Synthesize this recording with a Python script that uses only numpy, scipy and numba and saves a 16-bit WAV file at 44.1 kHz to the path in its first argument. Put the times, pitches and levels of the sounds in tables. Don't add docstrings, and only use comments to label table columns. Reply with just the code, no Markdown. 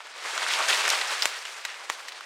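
import sys
import numpy as np
from scipy import signal
from scipy.fft import rfft, irfft
from scipy.io import wavfile
from scipy.ndimage import uniform_filter1d, map_coordinates
from numba import njit

SR = 44100
rng = np.random.default_rng(int(sys.argv[2]) if len(sys.argv) > 2 else 0)


def int16_out(signal):
    q = np.round(np.clip(np.atleast_2d(signal).T, -1, 1) * 32767)
    wavfile.write(sys.argv[1], SR, q.astype(np.int16))


def ratio(d):
    e = np.asarray(d, float) / 20
    return 10 ** e


N = 99225
TICK_PAN = 0.044


@njit
def ring(start, hz, cycles, size, pan, rise, n, sr):
    out = np.zeros((2, n))
    for k in range(len(start)):
        first = int(start[k])
        turn = np.exp((2j * np.pi - 1 / cycles[k]) * hz[k] / sr)
        fade = np.exp(-hz[k] / sr / rise)
        offset = 1 + first - start[k]
        phasor = size[k] * turn ** offset
        unrisen = fade ** offset
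        end = min(n, first + int(5 * cycles[k] * sr / hz[k]) + 2)
        for j in range(max(first + 1, 0), end):
            sample = phasor.imag * (1 - unrisen)
            out[0, j] += sample
            out[1, j] += sample * pan[k]
            phasor = phasor * turn
            unrisen = unrisen * fade
    return out


def ticks(start_s, hz, cycles, size, pan):
    values = np.broadcast_arrays(start_s, hz, cycles, size, pan)
    start_s, hz, cycles, size, pan = (np.ravel(v) * 1. for v in values)
    hz = np.clip(hz, 100, SR * .4)
    decay_cycles = np.maximum(cycles / 2, .2)
    rise_cycles = .3
    return ring(start_s * SR, hz, decay_cycles, size, pan, rise_cycles, N, 1. * SR)


def walk(rate_per_s):
    levels = rng.standard_normal(400)
    return map_coordinates(levels, [np.arange(N) / SR * rate_per_s], order=3)


def unit(x):
    return x / np.sqrt(np.mean(x[0] ** 2))


def leaves():
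    # time_s, level_db, tilt_db_per_octave
    push = [(0, -48, -1.5), (.11, -45, -2), (.17, -41, -2), (.26, -33.5, -1), (.46, -30.5, -1.5),
            (0.529, -28, 0.5), (0.581, -27.5, -0.5), (.67, -28.5, -0.5), (.70, -21, -0.5), (.76, -25, 0),
            (.85, -26.5, -1), (0.928, -25, -0.5), (1.05, -32, -0.5), (1.11, -29, -0.5), (1.3, -34.5, -0.5),
            (1.42, -38.5, 0), (1.87, -42, -1.5), (2.25, -43.5, -1.5)]
    # freq_hz, density_db
    leaf = [(100, -27), (250, -21), (450, -12), (1000, -4.5), (2000, -2.5), (4500, -7.5), (8500, -14),
            (16000, -37.5)]
    ticks_per_s, tick_cycles, scatter_db = 9000, 1.62, 2
    hush_db = -2
    flutter_db, flutter_per_s = 1.1, 58
    patch_db, patch_per_s = .8, 30

    count = int(ticks_per_s * N / SR)
    when, pitch, strength, sign = rng.random((count, 4)).T
    hz = 300 * 50 ** pitch
    size = ratio(-scatter_db * np.log(1 - .98 * strength)) * np.sign(sign - .5) * hz / 1000
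    pan = TICK_PAN * rng.standard_normal(count)
    grains = unit(ticks(when * N / SR, hz, tick_cycles, size, pan))
    hush = rng.standard_normal((2, N)) * np.array([[1], [TICK_PAN]])

    freq = np.maximum(np.arange(N // 2 + 1) * SR / N, 1)
    smooth = np.sqrt(uniform_filter1d(np.abs(rfft(grains[0])) ** 2, size=800) / N)
    leaf_hz, leaf_db = np.array(leaf).T
    colour = ratio(np.interp(np.log(freq), np.log(leaf_hz), leaf_db))
    spectrum = (rfft(grains) / smooth + ratio(hush_db) * rfft(hush)) * colour

    push_s, push_db, push_tilt = np.array(push).T
    t = np.arange(N) / SR
    tilt = np.interp(t, push_s, push_tilt)
    octave = np.clip(np.log2(freq / 2000), -3, 3)
    out = 0
    for centre in range(-3, 4):
        window = np.cos(np.pi / 2 * np.clip(octave - centre, -1, 1)) ** 2
        patch = irfft(spectrum * window, N)
        out = out + patch * ratio(tilt * centre + patch_db * walk(patch_per_s))
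    return unit(out) * ratio(np.interp(t, push_s, push_db) + flutter_db * walk(flutter_per_s))


def scrapes():
    # middle_s, length_s, level_db, ring_hz
    drags = [(0.361, 0.037, -35, 1500), (0.516, 0.044, -25, 2900), (.61, 0.033, -23.5, 1330),
             (0.729, 0.022, -38, 2600), (0.791, 0.022, -30, 1600), (0.937, 0.037, -30, 1430),
             (1.111, 0.036, -32.5, 1640), (1.247, 0.0093, -35, 710), (1.699, 0.034, -37.5, 2440),
             (1.812, 0.03, -42.5, 1370), (1.923, 0.034, -39.5, 1920), (1.928, 0.023, -37, 5060),
             (2.005, 0.055, -53, 8000), (2.089, 0.016, -37, 4020), (1.268, 0.027, -36.5, 7240)]
    count, cycles, spread_oct = 250, 1.86, 0.43
    middle, length, db, hz = np.array(drags).T[:, :, None]
    draws = rng.standard_normal((len(drags), count, 4))
    place, pitch, strength, side = draws.transpose(2, 0, 1)
    size = ratio(db) * 2 * strength * np.sqrt(length * hz / count)
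    start = middle + length / 2 * place
    return ticks(start, hz * 2 ** (spread_oct * pitch), cycles, size, TICK_PAN * side)


def twigs():
    snap_s = [.0045, .070, .180, .250, .376, .4645, .537, .685, .8612, .878, .890, .9018, 1.013, 1.2225,
              1.2328, 1.256, 1.452, 1.6503, 1.742, 1.8953, 1.8992, 2.083, 2.1205, 2.208]
    # peak_db, ring_hz, burst_s, crack_db
    snaps = [(-31, 1800, 0.009, -34), (-24, 2500, 0.0032, -12), (-32, 1330, 0.012, -12),
             (-22.5, 1150, 0.0042, -15), (-19.5, 2000, 0.00282, -47), (-14.5, 1070, 0.0015, -18),
             (-17, 3300, 0.0024, -23), (-18, 2100, 0.0032, -1), (-18, 2000, .0006, -12),
             (-9, 1900, .004, -8), (-17, 5500, .002, -3), (-11, 5000, .002, -4), (-8.5, 3400, 0.0032, -20),
             (-13, 5200, .004, -20), (-16, 5600, .0007, -14), (-9, 2600, .001, -3), (-21, 3000, 0.011, -20),
             (-13.5, 2900, .004, -8), (-28, 2200, 0.0036, -9), (-24, 2600, .0006, -14),
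             (-12, 2600, .002, -8), (-28, 1960, 0.0059, 1), (-20, 3200, 0.0024, -12),
             (-22, 2400, 0.002, -20)]
    count, pan_spread = 40, 0.16
    ring_cycles, ring_spread_oct = 1.7, 0.48
    crack_hz, crack_cycles = 8100, 2.2
    first_db, after_db = -18, -8

    start = np.array(snap_s)[:, None]
    db, hz, length, crack_db = np.array(snaps).T[:, :, None]
    draws = rng.random((len(snaps), count, 4))
    delay, strength, pitch, side = draws.transpose(2, 0, 1)
    later = np.arange(count) > 0
    wait = -2 * np.log(1 - delay) * later
    crowd = np.minimum(1, np.sqrt(2 * length * hz / ring_cycles / count))
    tearing = ratio(after_db) * crowd * np.exp(-wait / 2) * 2 * (2 * strength - 1)
    size = 2 * ratio(db) * np.where(later, tearing, ratio(first_db))
    pan = pan_spread * (2 * side - 1)
    t = start + wait * length
    ring_hz = hz * 2 ** (2 * ring_spread_oct * (2 * pitch - 1) * later)
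    bright_hz = crack_hz * 2 ** (1.6 * (side - .5) * later)
    rings = ticks(t, ring_hz, ring_cycles, size, pan)
    cracks = ticks(t, bright_hz, crack_cycles, size * ratio(crack_db), pan)
    return rings + cracks


def fibres():
    # start_s, level_db, ring_hz
    fibre_breaks = [(0.0045, -55, 8270), (0.0048, -34, 1210), (0.008, -37, 1380), (0.0705, -53, 8440),
                    (0.0708, -58, 10510), (0.0782, -41, 3270), (0.1001, -45, 5860), (0.165, -44, 6370),
                    (0.1812, -47, 7750), (0.1856, -38, 3620), (0.2509, -26, 1030), (0.3774, -26, 2930),
                    (0.3776, -31, 7240), (0.3785, -31, 5860), (0.3788, -26, 4310), (0.3792, -21, 1210),
                    (0.4655, -21, 1550), (0.509, -18, 2410), (0.5369, -23, 5510), (0.5376, -19, 3100),
                    (0.6059, -18, 1210), (0.6259, -25, 4130), (0.6853, -33, 10510), (0.6853, -22, 5680),
                    (0.6869, -22, 6720), (0.6921, -21, 4130), (0.7283, -18, 3100), (0.7316, -17, 2240),
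                    (0.8611, -17, 1720), (0.8781, -26, 8100), (0.8781, -25, 5170), (0.8796, -14, 1720),
                    (0.8797, -33, 10510), (0.8797, -26, 6550), (0.8902, -25, 5340), (0.8913, -25, 8270),
                    (0.8916, -35, 11370), (0.8921, -26, 5170), (0.9015, -34, 10850), (0.9015, -21, 3960),
                    (0.9018, -19, 6200), (0.9031, -21, 5510), (0.9037, -19, 3960), (1.0133, -23, 4130),
                    (1.1068, -26, 3960),
                    (1.2225, -16, 5000), (1.2231, -31, 7410), (1.2245, -20, 3100), (1.2265, -31, 7240),
                (1.2278, -25, 4820), (1.228, -24, 1550), (1.2327, -24, 5340), (1.2559, -21, 5680),
                (1.2562, -27, 10340), (1.2563, -21, 7240), (1.2589, -34, 7750), (1.3905, -35, 5340),
                (1.4523, -28, 2930), (1.4537, -40, 7060), (1.4543, -30, 1720), (1.4559, -40, 7750),
                (1.4589, -29, 2930), (1.4996, -38, 5680), (1.6506, -46, 10160), (1.6508, -30, 2760),
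                (1.651, -34, 6200), (1.652, -34, 7240), (1.6527, -26, 1890), (1.6531, -28, 3960),
                (1.6539, -44, 9820), (1.6539, -33, 7410), (1.6544, -32, 1890), (1.6561, -29, 1720),
                (1.658, -37, 6370), (1.7006, -38, 5510), (1.7189, -44, 7240), (1.7429, -34, 2760),
                (1.8955, -41, 7240), (1.8955, -30, 2410), (1.8957, -38, 5860), (1.8992, -30, 5510),
                (1.8999, -28, 7060), (1.9, -36, 9650), (1.9044, -42, 9650), (1.9045, -38, 5860),
                (1.9057, -37, 7060), (1.9065, -34, 2930), (1.9384, -49, 10510), (2.0835, -35, 4310),
                (2.0838, -48, 10160), (2.0842, -36, 5860), (2.085, -28, 1890), (2.0867, -41, 7750),
                (2.0887, -35, 3960), (2.1208, -35, 3790), (2.2083, -53, 11020), (2.2084, -32, 2760),
                (2.2087, -29, 1380),
                    (1.2226, -42, 14000),
        (1.2329, -39, 14800),
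        (1.2557, -34, 14000),
        (1.2227, -22, 4100),
        (1.8991, -39, 12500),
        (1.8992, -43, 15000),
        (1.9012, -26, 2100),
        (.0048, -36, 2400),
        (.006, -38, 3000),
    ]
    level_db, decay_s, min_cycles, lead_cycles = 10, .0005, 1.1, .35
    t, db, hz = np.array(fibre_breaks).T
    sign, side = rng.random((len(t), 2)).T
    cycles = 2 * np.maximum(decay_s * hz, min_cycles)
    size = ratio(db + level_db) * np.sign(sign - .3)
    return ticks(t - lead_cycles / hz, hz, cycles, size, TICK_PAN * (2 * side - 1))


def breaks():
    # start_s, level_db, ring_hz, decay_cycles
    clicks = [
        (1.2561, 10, 2050, .6),
        (1.8996, 7, 1700, .5),
        (1.9005, -1, 1500, .7),
    ]
    t, db, hz, cycles = np.array(clicks).T
    return ticks(t, hz, cycles, ratio(db), TICK_PAN)


def thicket(x):
    level_db, t60_s, build_s = -12, 0.03, 0.0033
    t = np.arange(SR // 8) / SR
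    envelope = np.exp(-np.log(1000) * t / t60_s) * np.minimum(t / build_s, 1)
    tail = rng.standard_normal((2, len(t))) * envelope
    tail = tail / np.sqrt(np.sum(tail[0] ** 2)) * np.array([[1], [TICK_PAN]])
    return x + ratio(level_db) * signal.fftconvolve(x[:1], tail, axes=1)[:, :N]


def port_difference(side):
    # freq_hz, gain_db
    ports = [(200, 2), (700, 2), (1300, -10), (2400, 2.5), (4400, 4.5), (6300, 0.5), (10000, 6.5),
             (15000, -1)]
    wander_db, wander_per_s = 6.5, 8.92
    log_freq = np.log(np.arange(N // 2 + 1) * SR / N + 1)
    port_hz, port_db = np.array(ports).T
    gain = ratio(np.interp(log_freq, np.log(port_hz), port_db))
    return irfft(rfft(side) * gain, N) * ratio(wander_db * walk(wander_per_s))


def hiss():
    level_db = np.array([[-80], [-100]])
    return signal.lfilter([1], [1, -.8], rng.standard_normal((2, N))) * ratio(level_db)


def rumble(x):
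    level_db, follow, shared = -91.5, 0.27, .2
    loud = uniform_filter1d(x[0] ** 2, size=1500) ** (follow / 2)
    low = signal.lfilter([1], [1, -.98], rng.standard_normal(x.shape)) * ratio(level_db) * loud
    return low + shared * low[::-1]


def scene():
    wood = scrapes() + twigs() + fibres() + breaks()
    band = signal.butter(2, (350, 16500), "band", fs=SR, output="sos")
    wood = signal.sosfilt(band, wood)
    mid, side = leaves() + thicket(wood) + hiss()
    side = port_difference(side)
    return np.array([mid + side, mid - side])


def roll_off(x):
    return signal.sosfilt(signal.butter(12, 16810, fs=SR, output="sos"), x)


def record(dry):
    low_cut = signal.butter(3, 372, "high", fs=SR, output="sos")
    cut = signal.sosfilt(low_cut, dry)
    treble_limit = signal.ellip(10, .2, 60, 15850, fs=SR, output="sos")
    mix = signal.sosfilt(treble_limit, cut + rumble(cut))
    return roll_off(mix)


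dry = scene()
out = record(dry)
int16_out(out)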